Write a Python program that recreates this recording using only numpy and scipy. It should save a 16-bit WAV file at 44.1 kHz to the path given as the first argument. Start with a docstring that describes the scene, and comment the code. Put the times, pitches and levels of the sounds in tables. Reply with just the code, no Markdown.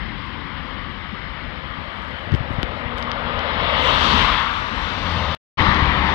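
"""Multi-lane street traffic, heard from the grass strip through a hand-held camera with a half-covered right port.
Far traffic murmurs as banded noise from the start; soon skin rustles on the case and engine notes glide.
From about one second fingers bump (short bell-shaped pushes) and nails tick (ringing case modes).
Loud cars swell and pass around four seconds, as noise layers that follow each car's distance.
At 5.35 s the sound drops out for a fifth of a second; other cars then pass and thud over a road joint."""
import sys
import numpy as np
from scipy import signal
from scipy.fft import rfft, irfft, next_fast_len
from scipy.io import wavfile
from scipy.ndimage import uniform_filter1d, map_coordinates

SR = 44100
rng = np.random.default_rng(int(sys.argv[2]) if len(sys.argv) > 2 else 0)


def inscribe(sig):
    """Save sig as 16-bit PCM at rate SR to the path in sys.argv[1].

    A 1-D sig is mono; a 2-D sig holds one channel per row.
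    Samples are clipped to [-1, 1] before scaling.
    """
    pcm = np.round(np.clip(np.atleast_2d(sig).T, -1, 1) * 32767)
    wavfile.write(sys.argv[1], SR, pcm.astype(np.int16))


def decibels_to_gain(level_db):
    """Convert a level in decibels to a linear amplitude gain (20 dB per decade)."""
    exponent = np.asarray(level_db, float) / 20
    return 10 ** exponent


N = 271151
OUT_S, IN_S = 5.3495, 5.572  # the sound drops out, and starts to fade back in [s]

# All source levels are set ahead of the final gain.
# noise colours of the tyre layers, low to high: (frequency [Hz], relative level [dB])
RUMBLE_COLOUR = [(15, -41.5), (25, -17), (40, 0), (80, -0.5), (100, -6), (130, -6.5), (217, -7.5),
                 (288, -10), (420, -18), (550, -16), (900, -86.5)]
DRONE_COLOUR = [(250, -35.5), (400, -5.5), (530, 6), (680, 1.5), (820, -2), (1100, -43)]
ROAR_COLOUR = [(450, -13), (760, -5.5), (900, 0.5), (1050, 1.5), (1250, 1), (1450, -3.5), (1700, -11),
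               (2200, -56.5)]
PUMP_COLOUR = [(1100, -38), (1450, -1), (1700, 1), (2000, 2), (2250, -0.5), (2550, -7), (3200, -50)]
HISS_COLOUR = [(1400, -44.5), (2400, -14.5), (2600, -0.5), (3050, 2), (3600, -1), (4500, -13), (5400, -22),
               (5900, -45.5), (7000, -67.5)]
FIZZ_COLOUR = [(2900, -29), (3500, 1), (4200, -2.5), (5000, -9), (5800, -15.5), (6600, -26), (7400, -45)]
SIZZLE_COLOUR = [(4500, -27), (5600, 2), (6400, -5.5), (7400, -11), (8800, -16.5), (10800, -24.5),
                 (13000, -30.5), (15300, -30.5), (15900, -69)]
# single cars, the nearest given axle by axle:
# (closest [s], level [dB], approach [s], departure [s], lane loss before each layer's share [dB])
CAR_PASSES = [(-0.7458, -13, 0.46, .55, 0), (4.16, -.6, 0.47, 0.2, 0.69), (4.33, -4, .12, .2, 1.5),
              (4.97, -10, 0.25, 1.2, 2.5), (5.66, -1.5, .3, .2, 5), (6.02, -3.5, .25, .6, 6)]
# the 400-800 Hz drone of the passing cars:
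# (closest [s], level [dB], approach [s], departure [s], lane loss before each layer's share [dB])
DRONE_PASSES = [(2.75, -10, 1.24, .5, 0), (3.85, 0.27, 0.563, 0.2, 0), (5.28, -4, .3, .5, 0),
                (5.62, -6, .3, .45, 0)]
# tyres in line of sight, which feed the two top layers:
# (closest [s], level [dB], approach [s], departure [s], lane loss before each layer's share [dB])
SEEN_PASSES = [(3.88, -11, .06, .1, -5), (4.08, -1, .16, 0.27, 0.5), (5.05, -11.5, 0.66, 1.2, 1.72),
               (5.6, -6.5, .3, 0.4, 7), (6.15, -11, .2, .3, 3)]
# rumble, drone, roar, pump, hiss, fizz, sizzle: (far traffic [dB], near car reference [dB],
# steepness of the fall with distance [dB per dB], lead ahead of the car [s], share of the lane loss [ratio])
LAYER_MIX = [(-35.5, -28.5, 2.06, 0.1, -1.132), (-55, -31, 1.925, -0.019, 0),
             (-40.5, -23, 1.308, 0.06, -0.251), (-39.5, -25.5, 1.536, 0.02, -0.3),
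             (-44, -22, 2.333, 0.026, 1), (-78.5, -29.5, 4.2, -0.0081, .1), (-79.5, -44, 2.564, .02, 1.2)]
# colour of distant traffic: (frequency [Hz], level [dB])
FAR_COLOUR = [(330, 0), (450, -6), (620, -5), (850, -4.5), (1100, -3.5), (1450, -3), (2050, 0.7),
              (2600, -1), (3150, 2), (3600, -3.5), (4200, 2.39), (5000, 5), (5900, .5)]
# strongest ridge, drifting as the distant cars move: (time [s], frequency [Hz])
RIDGE_DRIFT = [(0, 1134), (.6, 1045), (1.05, 1240), (1.45, 1300), (1.85, 1160), (2.15, 1327), (2.6, 1220),
               (6.15, 1146)]
# near car heard once more off the road: (time [s], ridge spacing [Hz], depth before the roll-off [dB])
ROAD_BOUNCE = [(3.3, 1100, 0), (3.7, 1050, 1.5), (4.1, 1200, 2), (4.45, 1320, 3), (4.8, 1300, 1),
               (5.3, 900, 1), (5.58, 1030, 3), (6.15, 980, 3)]
# the hand slides on the right port: (time [s], bass loss [dB])
HAND_COVER = [(0, 32.5), (1.3, 28), (2.3, 21.5), (2.9, 17.5), (3.03, 14), (3.5, 14.5), (4.1, 11),
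              (4.8, 16.5), (5.1, 11.5), (6.15, 11)]
# one column: (bass ends, middle begins, middle ends, treble begins [Hz])
COVER_SPLITS = [430, 1000, 2300, 3000]
# the loudest car moves along the street: (time [s], how late the left port hears it [ms])
PORT_LAG = [(0, 0.055), (1.3, -0.153), (1.6, 0.22), (3.6, 0.21), (4.1, 0.272), (4.6, -0.307),
            (5.35, 0.0085), (5.6, -0.184), (6.15, -0.16)]
# (frequency [Hz], likeness of the left and right street sound [0 to 1])
PORT_LIKENESS = [(60, .95), (350, .94), (700, .92), (1100, .75), (2000, .72), (3000, .45), (4500, .15)]
# treble band coming and going in the right port: (time [s], from [Hz], to [Hz], loss [dB])
TREBLE_OPENING = [(0, 2400, 5300, 47), (3.3, 2400, 5290, 39.5), (3.47, 2500, 5196, 18),
                  (3.6, 2450, 5390, 12.5), (3.92, 2450, 5500, 15), (3.98, 2300, 7960, 20),
                  (4.15, 2300, 8000, 21.5), (4.3, 2300, 8000, 18.5), (4.38, 3400, 5400, 16),
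                  (4.55, 3600, 4570, 12.5), (4.76, 3600, 4300, 34), (4.83, 2500, 4480, 25.5),
                  (5.1, 2400, 4610, 20), (5.2, 2400, 5400, 20.5), (5.35, 2400, 5400, 15),
                  (5.6, 2400, 5400, 21), (6.15, 2400, 5520, 16.5)]
# skin brushing the case: (time [s], level before grain [dB], half-width of the stroke [s])
SKIN_BRUSHES = [(0.265, -78, 0.042), (2.069, -74.5, 0.22), (2.347, -67.5, 0.0285), (2.528, -71, 0.0395),
                (2.791, -73.5, 0.038), (2.988, -63.5, 0.0205), (3.031, -68, 0.0153)]
# colour of skin on plastic: (frequency [Hz], relative level [dB])
SKIN_COLOUR = [(3000, -28.5), (5000, -2.5), (8000, -8), (12000, -12.5), (13500, -33)]
# (start [s], length [s], first pitch [Hz], last pitch [Hz], level before overtone balance [dB])
ENGINE_NOTES = [(.5, .55, 270, 240, -40), (2.75, 0.7416, 243.5, 239, -33.5), (4.4, 1.1, 232, 205, -36.5),
                (3.25, 1.2, 77, 73.5, -30.5), (4.55, 0.84, 84, 99, -34), (4.99, 0.45, 90, 75, -23.5),
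                (4.08, .22, 215, 206, -24.5), (5.52, .65, 80, 70, -23), (5.52, .7, 200, 188, -28.5),
                (5.55, .65, 310, 295, -33)]
# balance within an engine note: (multiple of the pitch, level [dB])
ENGINE_OVERTONES = [(1, -4.5), (2, -12.5), (3, -23)]
# finger bumps on the case: (time [s], level [dB], frequency [Hz], length [cycles], push +1 or pull -1)
FINGER_BUMPS = [(1.135, -27.5, 203.6, 4.3, 1), (1.788, -23.5, 150, 0.61, 1), (2.3275, -11, 109.7, 1.24, 1),
                (2.3384, -13, 220, 0.756, 1), (2.345, -8, 117.8, 1.2, -1), (2.3508, -17, 299, 0.91, 1),
                (2.38, -25, 70, 3.5, 1), (2.409, -16, 115, 0.72, -1), (2.4138, -19, 130, 0.65, 1),
                (2.507, -19, 219, 0.92, 1), (2.516, -21.5, 111, 1.15, 1), (2.587, -12.5, 130, 0.825, -1),
                (2.592, -21.5, 110, 0.68, 1), (2.6326, -15, 600, 0.68, 1), (2.6345, -16.5, 250, .8, -1),
                (2.6447, -21, 69.7, 1.26, 1), (2.862, -21, 90, 1.34, 1), (3.273, -21.5, 120, 0.63, -1),
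                (3.376, -24, 90, 0.99, 1)]
# fingernail ticks: (time [s], level [dB], sharpness added above 6 kHz [dB],
# edge added above 4.2 and up to 6 kHz [dB], body added below 2.5 kHz [dB])
NAIL_TICKS = [(2.3206, -32, -12.5, 0, 3), (2.3406, -29, -3.5, 0, 4), (2.3486, -26, -5.5, 0, 2),
              (2.6307, -14.5, 6, -5, 3), (2.9834, -27, 8, -1, 0), (3.0265, -25, 3, 4, -3),
              (3.1167, -19, -14, 2, 4), (3.3916, -24, -5, 1, -1.5), (5.7462, -24, -12, 5, 0)]
# ringing modes of the plastic case: (frequency [Hz], level before tick colour [dB], 60 dB decay [s])
CASE_MODES = [(1500, -6, 0.005), (2100, -6, 0.004), (3050, 3.5, 0.0045), (3700, -5, 0.0035),
              (4680, -2.5, 0.0035), (5500, -12, .003), (6900, -26, 0.003), (8600, -31, .003),
              (10300, -30, 0.003), (11700, -33, .003), (13500, -42, .003)]
# suspensions over a road joint: (time [s], level [dB], frequency [Hz], length [cycles], push +1 or pull -1)
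JOINT_THUDS = [(5.609, -11, 80, .8, -1), (5.667, -11, 1100, 2.2, 1), (5.69, -12, 90, .8, -1),
               (5.826, -14, 90, .8, -1), (5.832, -15, 90, .8, 1)]


def unit(x):
    """Scaled to rms 1."""
    return x / np.sqrt(np.mean(x ** 2) + 1e-20)


def along(points, hz):
    """(Hz, value) points read on a log frequency axis."""
    f, v = np.transpose(points)
    return np.interp(np.log(hz + 1), np.log(f + 1), v)


def curves(rows, t=np.arange(N) / SR):
    """Each column after the time, read at times t."""
    s, *cols = np.transpose(rows)
    return [np.interp(t, s, c) for c in cols]


def wobble(rate):
    """A smooth random curve with rate knots a second."""
    knots = rng.standard_normal(int(N * rate / SR) + 4)
    return map_coordinates(knots, [np.arange(N) * rate / SR])


def rush(spectrum, patchy_db):
    """Two unrelated coloured noises, jointly of rms 1, sharing time-frequency patches of random gain."""
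    z = signal.stft(rng.standard_normal((2, N)), nperseg=1024)[2]
    field = rng.standard_normal(z.shape[1:])
    field = uniform_filter1d(uniform_filter1d(field, size=8, axis=0), size=8, axis=1)
    patchy = signal.istft(z * decibels_to_gain(patchy_db * unit(field)), nperseg=1024)[1]
    size = next_fast_len(N + SR)
    hz = np.fft.rfftfreq(size, 1 / SR)
    inside = (hz > spectrum[0][0]) * (hz < spectrum[-1][0])
    colour = decibels_to_gain(along(spectrum, hz)) * inside
    return unit(irfft(rfft(patchy, size) * colour, size)[:, :N])


def passing(cars, far_db, near_db, steep, ahead_s, lane_share):
    """Layer gain: far traffic plus cars fading with distance, each kept to its side of the drop-out's end."""
    t = np.arange(N) / SR
    power = decibels_to_gain(2 * far_db)
    for s, db, come_s, go_s, lane_db in cars:
        u = t - s + ahead_s
        distance_db = 10 * np.log10(1 + (u / np.where(u < 0, come_s, go_s)) ** 2)
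        level_db = near_db + db - lane_share * lane_db - steep * distance_db
        same_side = (t < IN_S) == (s < IN_S)
        power = power + same_side * decibels_to_gain(2 * level_db)
    return np.sqrt(power)


def tyres():
    """Exhausts rumble; treads drone, roar in the horn between tyre and road, pump air, hiss, fizz and sizzle."""
    fleets = [CAR_PASSES, DRONE_PASSES, CAR_PASSES, CAR_PASSES, CAR_PASSES, SEEN_PASSES, SEEN_PASSES]
    gains = [passing(cars, *row) for cars, row in zip(fleets, LAYER_MIX)]
    rumble, drone, roar, pump, hiss, fizz, sizzle = gains
    flutter = wobble(9)  # uneven asphalt shakes the five bands from drone to fizz together
    rumble = rumble * decibels_to_gain(0.37 * wobble(13) + 0.9 * wobble(2.8)) * rush(RUMBLE_COLOUR, patchy_db=1.5)
    drone = drone * decibels_to_gain(0.6 * flutter + wobble(3)) * rush(DRONE_COLOUR, patchy_db=1.5)
    roar = roar * decibels_to_gain(0.33 * flutter + 0.65 * wobble(3.092)) * rush(ROAR_COLOUR, patchy_db=1.06)
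    pump = pump * decibels_to_gain(0.17 * flutter) * rush(PUMP_COLOUR, patchy_db=0.88)
    hiss = hiss * decibels_to_gain(0.35 * flutter) * rush(HISS_COLOUR, patchy_db=1.29)
    fizz = fizz * decibels_to_gain(0.44 * flutter) * rush(FIZZ_COLOUR, patchy_db=1.64)
    sizzle = sizzle * decibels_to_gain(wobble(12)) * rush(SIZZLE_COLOUR, patchy_db=1.5)
    return rumble + drone + roar + pump + hiss + fizz + sizzle


def road_reflection(x):
    """Reflection carves a fixed colour with a drifting ridge into far traffic, a moving comb into near cars."""
    roar_row = LAYER_MIX[2]
    far_share = (decibels_to_gain(roar_row[0]) / passing(CAR_PASSES, *roar_row)) ** 2.23
    hz, t, z = signal.stft(x, SR, nperseg=1024)
    hz = hz[:, None]
    octaves_off = np.log2((hz + 1) / curves(RIDGE_DRIFT, t)[0])
    ridge_db = 6.5 * np.exp(-(octaves_off / 0.16) ** 2)
    far_db = along(FAR_COLOUR, hz) + ridge_db
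    spacing_hz, depth_db = curves(ROAD_BOUNCE, t)
    smooth_road = np.exp(-(hz / 2300) ** 4)  # the rough road scatters what is higher
    reach = smooth_road * np.clip(2 * hz / spacing_hz - 0.5, 0, 1)
    comb_db = depth_db * reach * np.cos(2 * np.pi * hz / spacing_hz)
    far, near = [signal.istft(z * decibels_to_gain(db), SR, nperseg=1024)[1][:, :N] for db in (far_db, comb_db)]
    return far_share * far + (1 - far_share) * near


def covered_port(street, other):
    """The hand's gaps pass part of the street, shifted in time; treble is shut but for a moving band."""
    middle_fixed_db, middle_share, shade = 11, 0.33, 0.3  # shade: middle dB lost per dB of excess treble
    shut_db, near_db = 45.5, -37  # treble loss outside the band; street treble where shading begins
    edge_hz = 160  # softness of the band's edges
    bass_top, middle_low, middle_top, treble_low = COVER_SPLITS
    hz, t, (same, new) = signal.stft([street, other], SR, nperseg=512)
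    alike = np.clip(along(PORT_LIKENESS, hz), 0, 1)[:, None]
    early = np.exp(2j * np.pi * hz[:, None] * curves(PORT_LAG, t)[0] / 1000)

    treble = np.sum(abs(same[hz > middle_top]) ** 2, axis=0)
    over_db = 10 * np.log10(abs(uniform_filter1d(treble, size=25))) - near_db
    bass_db, = curves(HAND_COVER, t)
    middle_db = middle_fixed_db + middle_share * bass_db + shade * np.maximum(over_db, 0)
    into_middle = along([(bass_top, 0), (middle_low, 1)], hz)[:, None]
    into_treble = along([(middle_top, 0), (treble_low, 1)], hz)[:, None]
    loss_db = bass_db + into_middle * (middle_db - bass_db) + into_treble * (shut_db - middle_db)

    from_hz, to_hz, band_db = curves(TREBLE_OPENING, t)
    above = (1 + np.tanh((hz[:, None] - from_hz) / edge_hz)) / 2
    below = (1 + np.tanh((to_hz - hz[:, None]) / edge_hz)) / 2
    gain = np.maximum(decibels_to_gain(-loss_db), above * below * decibels_to_gain(-band_db))
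    heard = (alike * early * same + np.sqrt(1 - alike ** 2) * new) * gain
    return signal.istft(heard, SR, nperseg=512)[1][:N]


def self_noise():
    """Steady microphone noise, softer in the treble and 5 dB lower in the right port."""
    return decibels_to_gain([[-79], [-84]]) * rush([(100, 0), (5000, -6), (15500, -16)], patchy_db=0)


def brushing():
    """Short grainy rustles of skin sliding on plastic, as bell-shaped bursts of fluttering noise."""
    t = np.arange(N) / SR
    stroke = sum(decibels_to_gain(db) * np.exp(-((t - s) / width_s) ** 2) for s, db, width_s in SKIN_BRUSHES)
    grain = decibels_to_gain(4 * wobble(310))
    return stroke * grain * rush(SKIN_COLOUR, patchy_db=1)[0]


def engines():
    """Each car's firing note and overtones, gliding in pitch, slightly unsteady in pitch and strength."""
    swell_s, fade_s = 0.084, 0.13
    hum, t = np.zeros(N), np.arange(N) / SR
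    for s, length, first_hz, last_hz, db in ENGINE_NOTES:
        hz = np.interp(t, [s, s + length], [first_hz, last_hz])
        phase = 2 * np.pi * np.cumsum(hz * (1 + 0.006 * wobble(8))) / SR
        envelope = np.clip(np.minimum((t - s) / swell_s, (s + length - t) / fade_s), 0, 1)
        same_side = (t < IN_S) == (s + length / 2 < IN_S)  # kept to its side of the drop-out's end
        level_db = db + 1.5 * wobble(10)
        note = sum(decibels_to_gain(level_db + tone_db) * np.sin(k * phase) for k, tone_db in ENGINE_OVERTONES)
        hum += envelope * same_side * note
    return hum


def pushes(rows):
    """Each row moves the air for a few cycles at most: a cosine under a bell."""
    out, t = np.zeros(N), np.arange(-SR // 20, SR // 20) / SR
    for s, db, hz, cycles, sign in rows:
        bell = np.exp(-(2 * hz * t / cycles) ** 2)
        out[round(s * SR) - SR // 20:][:len(t)] += np.sign(sign) * decibels_to_gain(db) * bell * np.cos(2 * np.pi * hz * t)
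    return out


def fingers():
    """Bumps push the left membrane for a few cycles at most; nail ticks ring the case for a few ms."""
    out = pushes(FINGER_BUMPS)
    t = np.arange(-SR // 500, SR // 50) / SR
    landing = (1 + np.tanh(t / 0.00025)) / 2  # the nail lands within a fraction of a ms
    for s, db, sharp_db, edge_db, body_db in NAIL_TICKS:
        ring = np.zeros(len(t))
        for hz, mode_db, t60 in CASE_MODES:
            colour_db = sharp_db * (hz > 6000) + edge_db * (4200 < hz <= 6000) + body_db * (hz < 2500)
            ring += decibels_to_gain(mode_db + colour_db - 60 * t / t60) * np.cos(2 * np.pi * hz * t)
        out[round((s + t[0]) * SR):][:len(t)] += decibels_to_gain(db) * landing * ring
    return out


def joint_thuds():
    """Suspensions thud over a road joint, each a short push of air."""
    return pushes(JOINT_THUDS)


def drop_out():
    """Gain that drops by 26 dB for about 22 ms, then is silent, then fades back in."""
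    t = np.arange(N) / SR
    lowered = decibels_to_gain(-26) * np.exp(-((t - OUT_S) / 0.0217) ** 8) * (t > OUT_S)
    fade_in = np.clip((t - IN_S) / 0.0201, 0, 1)
    return (t <= OUT_S) + lowered + fade_in


def scene():
    """Street in both ports; handling in the left, with a very faint leak to the right."""
    left_only = [[1], [0]]
    street, other = road_reflection(tyres()) + (engines() + joint_thuds()) * left_only
    hand = fingers() + brushing()
    return np.array([street + hand, covered_port(street, other) + decibels_to_gain(-58) * hand])


def band_limit(x):
    """A steep low-pass at the top of the band."""
    return signal.sosfilt(signal.butter(12, 15700, fs=SR, output="sos"), x)


def record(dry):
    """Adds microphone self-noise, then the final gain, soft clipping and the drop-out."""
    x = decibels_to_gain(5.5) * (dry + self_noise())
    x = x / (1 + abs(x) ** 6) ** (1 / 6)
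    mix = x * drop_out()
    return band_limit(mix)


dry = scene()
out = record(dry)
inscribe(out)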